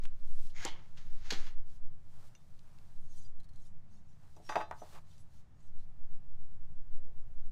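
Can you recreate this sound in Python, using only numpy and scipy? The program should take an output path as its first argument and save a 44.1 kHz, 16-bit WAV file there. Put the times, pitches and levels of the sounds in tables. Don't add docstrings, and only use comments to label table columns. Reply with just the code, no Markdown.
import sys
import numpy as np
from scipy import signal
from scipy.fft import rfft, irfft
from scipy.io import wavfile
from scipy.ndimage import uniform_filter1d

SR = 44100
rng = np.random.default_rng(int(sys.argv[2]) if len(sys.argv) > 2 else 0)


def put_to_file(sound):
    columns = np.atleast_2d(sound).T
    safe = np.clip(columns, -1, 1)
    whole_steps = np.round(safe * 32767)
    wavfile.write(sys.argv[1], SR, whole_steps.astype(np.int16))


N = 331381
TIME = np.arange(N) / SR


def amp(db):
    return 10 ** (np.asarray(db) / 20)


def unit_rms(x):
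    return x / np.sqrt(np.mean(x ** 2) + 1e-30)


def log_interp(points, hz):
    point_hz, value = np.transpose(points)
    return np.interp(np.log(hz + 0.011), np.log(point_hz), value)


def add(mix, start_s, sound):
    part = mix[round(start_s * SR):][:len(sound)]
    part += sound[:len(part)]


def coloured(x, tone):
    gain = amp(log_interp(tone, np.fft.rfftfreq(len(x), 1 / SR)))
    return unit_rms(irfft(rfft(x) * gain, len(x)))


def resonate(x, hz, width_hz):
    carrier = np.exp(2j * np.pi * np.cumsum(hz * np.ones(len(x))) / SR)
    pole = np.exp(-np.pi * width_hz / SR)
    return unit_rms((carrier * signal.lfilter([1], np.poly([pole, pole]), x / carrier)).real)


def grains(count, per_s, spread_db):
    slipping = rng.random(count) < per_s / SR
    size = amp(spread_db * np.minimum(rng.exponential(1, count), 4))
    hiss = rng.standard_normal(count)
    return unit_rms(np.sign(hiss) * size * slipping) + 0.44 * hiss


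def rub(gain, tone, per_s, spread_db):
    return gain * coloured(grains(N, per_s, spread_db), tone)


def burst(rise_s, t60_s):
    t = TIME[:SR // 2]
    return np.minimum(t / rise_s, 1) * amp(-60 * np.maximum(t - rise_s, 0) / t60_s)


def stroke(start_s, length_s, level_db, swell_db, attack_s, t60_s):
    t = TIME - start_s
    slope_db = swell_db * (np.clip(t / length_s, 0, 1) - .5)
    edges_db = 20 * np.maximum(-t, 0) / attack_s + 60 * np.maximum(t - length_s, 0) / t60_s
    return amp(level_db + slope_db - np.minimum(edges_db, 200))


def strokes(rows, **shape):
    return np.sqrt(sum(stroke(*row, **shape) ** 2 for row in rows))


def drive_db(hz, focus_hz):
    return -18 * np.log10(1 + np.log2(hz / focus_hz) ** 2 / 0.47)


def ring(hz, gain_db, t60_s, rise_s):
    t = TIME[:SR // 2]
    sign = (-1) ** np.arange(len(hz))
    modes = amp(-60 * t / t60_s[:, None]) * np.sin(2 * np.pi * hz[:, None] * t)
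    sound = (sign * amp(gain_db)) @ modes
    sound *= 1 - np.exp(-t / rise_s)
    return sound / np.std(sound[:SR // 50])


# freq_hz, gain_db
WIND_TONE = [(1, -10), (3, -0.5), (8, -2), (15, -32.5), (25, -30.5), (40, -38), (70, -54.5), (150, -78),
             (400, -100)]
# start_s, length_s, level_db
GUST_STROKES = [(0, 0.46, -24), (1.08, 0.67, -25.5), (2.98, 0.57, -32), (5.8, 0.77, -28.5),
                (6.8, 0.63, -26.5)]

def wind(calm_db=-45):
    pressure = coloured(rng.standard_normal(N), WIND_TONE)
    pressure /= np.sqrt(uniform_filter1d(pressure ** 2, SR // 2))
    gusts = strokes(GUST_STROKES, swell_db=0, attack_s=0.22, t60_s=1.6)
    return np.hypot(amp(calm_db), gusts) * pressure


# freq_hz, gain_db
RUMBLE_TONE = [(29, -38.5), (50, -5.5), (87, -2), (113, -5), (158, -6.5), (221, -19), (444, -30.5),
               (668, -27.5), (1740, -36.5), (3670, -45.5), (6530, -47.5), (15500, -61)]

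def rumble(level_db=-61):
    return amp(level_db) * coloured(rng.standard_normal(N), RUMBLE_TONE)


# start_s, length_s, level_db, swell_db
BLADE_RUNS = [(.02, .04, -70, -3), (.1, 0.86, -82, -1), (.565, 0.096, -53, 11), (.7, 0.24, -75.5, -16),
              (.977, 0.099, -68, -12), (1.06, 0.21, -70, 8.5), (1.25, 0.095, -57, 6),
              (1.34, .15, -57.5, -9)]
# freq_hz, gain_db
BLADE_TONE = [(200, -17), (500, -10), (1000, -3), (1500, -1.5), (2100, -1.5), (2750, -4.5), (4200, -5.5),
              (5300, -6.5), (6700, -8.5), (8300, -22), (15500, -32)]
TAPE_ATTACK_S = 0.026

def blade():
    gain = strokes(BLADE_RUNS, attack_s=TAPE_ATTACK_S, t60_s=0.14)
    return rub(gain, BLADE_TONE, per_s=2000, spread_db=1)


# start_s, level_db, centre_hz, width_oct, t60_s
CLICKS = [(0.036, -58.5, 3020, 1.9, 0.074), (.053, -44, 1910, 0.75, 0.018), (.498, -64, 3900, 0.47, 0.11),
          (0.6502, -29, 5500, 0.55, 0.014), (0.973, -58, 3150, 0.58, 0.062), (1.254, -57, 3000, 0.67, .015),
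          (1.272, -56.5, 2300, 0.39, 0.022), (1.326, -51, 8000, 1, .015), (2.351, -58.5, 2300, 1, 0.022),
          (2.592, -57.5, 3750, 0.65, 0.012), (2.7865, -59, 1900, 1, 0.014),
          (4.4913, -44.5, 2670, 0.42, 0.036), (4.556, -38.5, 1890, 0.53, 0.038),
          (4.711, -51.5, 4200, 0.81, 0.01), (5.18, -65, 6670, 0.76, 0.018), (7.176, -72, 2300, 0.68, .02)]

def clicks(rise_s=0.000418):
    out = np.zeros(N)
    hz = np.geomspace(100, 16000, 30)
    lowpass_db = -10 * np.log10(1 + (hz / 10000) ** 6)
    for start_s, level_db, centre_hz, width_oct, t60_s in CLICKS:
        band_db = -20 * np.log10(1 + (np.log2(hz / centre_hz) / width_oct) ** 2)
        crack = coloured(rng.standard_normal(SR // 2), np.c_[hz, band_db + lowpass_db])
        add(out, start_s, amp(level_db) * burst(rise_s, t60_s) * crack)
    return out


# start_s, length_s, level_db
SWISHES = [(.285, 0.025, -74.5), (.38, 0.091, -68), (.86, 0.33, -79.5), (1.445, .035, -74),
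           (2.14, 0.14, -73.5), (2.36, 0.62, -79), (4.22, 0.17, -78.5), (4.85, 0.11, -67.5),
           (5.1, 0.31, -88)]
# freq_hz, gain_db
SWISH_TONE = [(300, -14.5), (1500, -7.5), (4000, 0), (8500, -2.5), (11000, -7.5), (16000, -10)]

def swish():
    gain = strokes(SWISHES, swell_db=3, attack_s=0.23, t60_s=0.24)
    return rub(gain, SWISH_TONE, per_s=3900, spread_db=0)


# centre_hz, width_hz, spin_db, run_on_db
COIL_BANDS = [(2130, 400, -56.5, -53), (3120, 480, -70, -50), (6600, 600, -62, -73)]

def coil(start_s=.562, stop_s=.651, run_on_delay_s=0.012, whine_from_hz=1430, whine_to_hz=1700):
    length_s = stop_s - start_s
    spin = stroke(start_s, length_s, level_db=0, swell_db=7.5, attack_s=TAPE_ATTACK_S, t60_s=.06)
    run_on = stroke(stop_s + run_on_delay_s, length_s=0.014, level_db=0, swell_db=0,
                    attack_s=TAPE_ATTACK_S, t60_s=0.29)
    rattle = grains(N, per_s=900, spread_db=3)
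    rasp = sum((amp(spin_db) * spin + amp(run_on_db) * run_on) * resonate(rattle, hz, width_hz)
               for hz, width_hz, spin_db, run_on_db in COIL_BANDS)
    whine_hz = np.interp(TIME, [start_s, stop_s], [whine_from_hz, whine_to_hz])
    whine = resonate(rng.standard_normal(N), whine_hz, width_hz=110)
    whine *= stroke(start_s, length_s, level_db=-65, swell_db=22, attack_s=TAPE_ATTACK_S, t60_s=0.026)
    return rasp + whine


# start_s, level_db, rise_s, t60_s, focus_hz
JOLTS = [(.651, -37, .003, 0.069, 433), (.658, -42, .002, 0.1, 760), (0.675, -46, 0.0019, 0.087, 800),
         (1.316, -42.5, .006, 0.17, 280)]
# freq_hz, gain_db
CASE_TONE = [(100, -6.5), (220, -6), (360, -2), (490, -4.5), (550, -13.5), (630, -0.5), (720, 0),
             (830, 2.5), (1200, -5), (2500, -32), (8000, -47)]

def case_jolts():
    out = np.zeros(N)
    for start_s, level_db, rise_s, t60_s, focus_hz in JOLTS:
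        tone = [(hz, gain_db + drive_db(hz, focus_hz)) for hz, gain_db in CASE_TONE]
        thud = coloured(rng.standard_normal(SR // 2), tone)
        add(out, start_s, amp(level_db) * burst(rise_s, t60_s) * thud)
    return out


# start_s, level_db, rise_s, t60_s, tilt_db_per_oct
BLADE_BLOWS = [(.668, -46, 0.0056, 0.18, -1.5), (.728, -61.5, 0.0064, 0.54, -9.5),
               (1.3043, -31.5, 0.0021, 0.065, 0.5), (1.322, -38.5, 0.0036, 0.16, -1),
               (1.465, -55, 0.0015, 0.23, -5)]
# freq_hz, gain_db
CLATTER_TONE = [(200, -35), (800, -9), (1500, -2.5), (2070, 1.5), (2650, -3.5), (2820, 6), (3030, -2.5),
                (3340, 6.5), (3600, -3), (4200, 3.5), (4650, 0), (5000, -4.5), (6000, -5), (6300, -3.5),
                (7000, -7.5), (8500, -23), (15000, -31)]

def blade_clatter():
    out = np.zeros(N)
    for start_s, level_db, rise_s, t60_s, tilt_db_per_oct in BLADE_BLOWS:
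        tone = [(hz, gain_db + tilt_db_per_oct * np.log2(hz)) for hz, gain_db in CLATTER_TONE]
        chatter = coloured(grains(SR // 2, per_s=1800, spread_db=2.5), tone)
        add(out, start_s, amp(level_db) * burst(rise_s, t60_s) * chatter)
    return out


# pitch_hz, gain_db, t60_s
SQUARE_MODES = [(2589, 3, 0.18), (2724, -5, 0.18), (3047, -8, 0.2), (3281, -7, 0.17), (3612, -6, 0.26),
                (3774, -9, 0.28), (4021, -17, 0.55), (4334, -17, 0.17), (4854, -2, 0.15), (5561, -14, 0.25),
                (5846, -8, 0.26), (6030, -7, 0.18), (6388, -12, 0.18), (6660, -17, 0.22), (7072, -15, 0.17),
                (7590, -17, 0.3), (8020, -14, 0.18), (8430, -23, 0.22), (8928, -16, 0.17),
                (9783, -21, 0.18), (10065, -25, 0.18), (11120, -12, 0.17), (11536, -16, 0.17),
                (12161, -25, 0.17), (12938, -23, 0.2)]
# start_s, length_s, level_db, focus_hz, scratch_share
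FINGER_RUBS = [(1.696, 0.068, -74, 6000, 0.8), (3.03, .03, -79, 9000, .3), (3.1, 0.026, -80, 5500, 0.5),
               (3.164, 0.036, -69, 7000, 0.1), (3.231, .03, -72, 6300, 0.07), (3.55, 0.07, -81.5, 6500, .5),
               (3.655, 0.019, -72.5, 7000, 0.15), (3.922, 0.066, -79, 5840, .2),
               (4.093, 0.04, -80, 6500, 0), (4.462, 0.14, -66.5, 6500, 0.6), (4.787, 0.017, -70, 6000, .6),
               (5.092, 0.056, -73, 4800, 0.6), (5.2, 0.015, -75, 9000, 0.45),
               (5.338, 0.063, -75.5, 6500, 0.7), (5.608, 0.068, -79.5, 6800, 0.4),
               (5.8, .035, -78.5, 4500, .75)]
# freq_hz, gain_db
FINGER_TONE = [(1000, -3), (2500, -5), (4000, -1.5), (6500, -4.5), (9000, -7), (15500, -16)]

def fingers(slip_count=500, slip_spread_db=5, slip_decay_s=.005, grip_detune=.014):
    hz = np.transpose(SQUARE_MODES)[0]
    touch = np.array([stroke(*row[:3], swell_db=-1, attack_s=0.075, t60_s=0.16) for row in FINGER_RUBS])
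    focus_hz, scratch_share = np.transpose(FINGER_RUBS)[3:]
    weights = amp(drive_db(hz[:, None], focus_hz) + .5 * log_interp(FINGER_TONE, hz)[:, None])
    weights *= np.sqrt(1 - scratch_share) / np.linalg.norm(weights, axis=0)
    out = rub(np.sqrt(scratch_share) @ touch, FINGER_TONE, per_s=1700, spread_db=0.5)
    for mode_hz, weight in zip(hz, weights):
        ringing = np.zeros(N)
        for detune in grip_detune * rng.standard_normal(2):
            slips = np.zeros(N)
            slips[rng.integers(0, N, slip_count)] = amp(slip_spread_db * rng.standard_normal(slip_count))
            pole = np.exp((2j * np.pi * mode_hz * (1 + detune) - 1 / slip_decay_s) / SR)
            ringing += signal.lfilter([1], np.poly([pole, pole.conjugate()] * 2).real, slips + 1e-12)
        out += (weight @ touch) * unit_rms(ringing)
    return out


# start_s, length_s, level_db
SLIDES = [(2.14, 0.23, -75.5), (2.22, 0.037, -71), (2.66, 0.27, -76), (4.23, 0.065, -74), (4.85, 0.06, -67),
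          (4.948, 0.039, -58)]
# freq_hz, gain_db
SLIDE_TONE = [(200, -10), (450, 1.5), (800, 5.5), (1200, 3.5), (2000, -5), (4000, -15), (10000, -30)]

def slide():
    gain = strokes(SLIDES, swell_db=-3.5, attack_s=0.051, t60_s=0.056)
    return rub(gain, SLIDE_TONE, per_s=1600, spread_db=1)


# pitch_hz, gain_db, t60_s
GRIPPED_MODES = [(2794, 2, 0.04), (3612, -12.5, 0.21), (6020, 2, .055), (6648, -9, 0.098)]

def lift_ping(start_s=2.351, level_db=-65):
    out = np.zeros(N)
    add(out, start_s, amp(level_db) * ring(*np.transpose(GRIPPED_MODES), rise_s=.0005))
    return out


# time_s, level_db, pitch_hz
HUM_CURVE = [(2.6, -110, 185), (3.3, -74, 199.9), (4, -73, 213.5), (4.7, -110, 218.4)]

def hum():
    time_s, level_db, pitch_hz = np.transpose(HUM_CURVE)
    drone = resonate(rng.standard_normal(N), np.interp(TIME, time_s, pitch_hz), width_hz=2.8)
    return amp(np.interp(TIME, time_s, level_db)) * drone


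# peak_s, level_db, pitch_hz, sigma_s
SQUEAKS = [(3.115, -70, 6460, .018), (3.195, -68, 6340, 0.015), (3.259, -64.5, 4820, 0.0079),
           (4.478, -61.5, 5550, 0.02), (4.809, -65.5, 6000, 0.018), (5.213, -73, 10100, 0.011),
           (5.805, -80, 4100, 0.013)]

def squeaks(waver_depth=.004):
    out = np.zeros(N)
    t = TIME[:SR // 5] - .1
    for peak_s, level_db, pitch_hz, sigma_s in SQUEAKS:
        waver = unit_rms(uniform_filter1d(rng.standard_normal(len(t)), SR // 200))
        cycles = np.cumsum(pitch_hz * (1 + waver_depth * waver)) / SR
        swell = np.exp(-.5 * (t / sigma_s) ** 2)
        add(out, peak_s + t[0], amp(level_db) * swell * np.sin(2 * np.pi * cycles))
    return out


# start_s, level_db
TICKS = [(3.399, -74), (3.432, -81), (3.442, -77), (3.489, -77.5), (3.533, -82), (3.558, -77.5)]
# pitch_hz, gain_db, t60_s
TICK_MODES = [(3180, -6, 0.046), (3970, -4, .05), (4210, 3, .06), (6100, -7, .045), (7000, -10, .04),
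              (8900, -4, 0.052), (11100, -11, 0.045)]

def pencil_ticks(spread_db=2.5, detune=.02):
    out = np.zeros(N)
    hz, mode_db, t60_s = np.transpose(TICK_MODES)
    for start_s, level_db in TICKS:
        contact_db = mode_db + spread_db * rng.standard_normal(len(hz))
        clink = ring(hz * rng.normal(1, detune, len(hz)), contact_db, t60_s, rise_s=.001)
        scuff = burst(rise_s=.001, t60_s=.06) * coloured(rng.standard_normal(SR // 2), FINGER_TONE)
        add(out, start_s, amp(level_db) * (clink + 2 * scuff))
    return out


# start_s, level_db, focus_hz, t60_factor
SQUARE_KNOCKS = [(4.364, -72, 7300, 0.25), (4.4925, -51.5, 5400, 1), (4.521, -67, 6300, 0.55),
                 (4.556, -50.5, 3740, 1), (4.611, -55.5, 3420, 0.97), (5.179, -76, 6500, 0.34)]

def square_rings():
    out = np.zeros(N)
    hz, mode_db, t60_s = np.transpose(SQUARE_MODES)
    for start_s, level_db, focus_hz, t60_factor in SQUARE_KNOCKS:
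        clang = ring(hz, mode_db + drive_db(hz, focus_hz), t60_s * t60_factor, rise_s=0.00051)
        add(out, start_s, amp(level_db) * clang)
    return out


# pitch_hz, gain_db, t60_s
BOARD_MODES = [(328, -4, 0.2), (433, -7.5, 0.24), (522, -11, 0.18), (613, -2.5, 0.16), (733, -4, 0.21),
               (800, -11, 0.12), (862, -3, 0.23), (954, -9, 0.23), (1043, -12, 0.2), (1136, -11, 0.17),
               (1261, -9, 0.17), (1443, -20, 0.25), (1531, -13, 0.2), (1613, -17.5, 0.18),
               (1755, -19.5, 0.18), (1893, -15, 0.17), (2073, -17, 0.17), (2330, -18, 0.11),
               (2460, -18, 0.11)]
# start_s, level_db, focus_hz, t60_factor
LANDINGS = [(4.364, -61, 606, 0.84), (4.397, -62.5, 496, 0.84), (4.4921, -39.5, 1230, 0.76),
            (4.521, -47, 1670, 1), (4.555, -37, 1300, 0.51), (4.5625, -32.5, 780, 0.89),
            (4.603, -45, 1530, 0.66), (4.611, -44.5, 1300, 0.55), (4.7102, -46, 1250, 0.77),
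            (4.818, -50, 586, 0.6)]

def board_knocks(buzz_db=1.5):
    out = np.zeros(N)
    hz, mode_db, t60_s = np.transpose(BOARD_MODES)
    for start_s, level_db, focus_hz, t60_factor in LANDINGS:
        blow_db = mode_db + drive_db(hz, focus_hz)
        knock = ring(hz, blow_db, t60_s * t60_factor, rise_s=.5 / focus_hz)
        tone = [(120, blow_db[0] - 8), *zip(hz, blow_db), (7000, blow_db[-1] - 28)]
        buzz = coloured(grains(SR // 2, per_s=1500, spread_db=3), tone)
        buzz *= burst(rise_s=.0005, t60_s=.14 * t60_factor)
        add(out, start_s, amp(level_db) * (knock + amp(buzz_db) * buzz))
    return out


# start_s, length_s, level_db
PENCIL_STROKES = [(6.985, 0.032, -71), (7.06, 0.047, -71.5), (7.17, 0.27, -84.5)]
# freq_hz, gain_db
PENCIL_TONE = [(200, -7), (480, 9), (700, -2), (1100, -16), (3000, -22), (9000, -43)]

def pencil_line():
    gain = strokes(PENCIL_STROKES, swell_db=-4, attack_s=0.035, t60_s=0.14)
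    return rub(gain, PENCIL_TONE, per_s=280, spread_db=4)


# freq_hz, t60_s
ECHO_DECAY = [(200, 0.55), (1000, 0.46), (4000, 0.19), (12000, 0.17)]

def yard_echo(x, taps_per_s=2000, predelay_s=.012):
    taps = rng.standard_normal(SR) * (rng.random(SR) < taps_per_s / SR) * (TIME[:SR] > predelay_s)
    hz, t, bands = signal.stft(taps, SR, nperseg=256)
    decay = amp(-60 * t / log_interp(ECHO_DECAY, hz)[:, None])
    tail = signal.istft(bands * decay, SR, nperseg=256)[1]
    return signal.oaconvolve(x, tail / np.linalg.norm(tail))[:N]


def scene():
    tape = blade() + blade_clatter() + case_jolts() + coil() + clicks()
    square = square_rings() + lift_ping() + pencil_ticks() + squeaks() + fingers()
    work = square + board_knocks() + swish() + slide() + pencil_line()
    outdoors = wind() + rumble() + hum()
    echo = yard_echo(amp(-17.5) * tape + amp(-23.5) * work)
    return (outdoors + tape + work + echo)[None]


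CUTOFF_HZ = 15600

def record(dry):
    lowpass = signal.firwin(511, CUTOFF_HZ, window=("kaiser", 9), fs=SR)
    return signal.oaconvolve(dry, lowpass[None], "same")


dry = scene()
out = record(dry)
put_to_file(out)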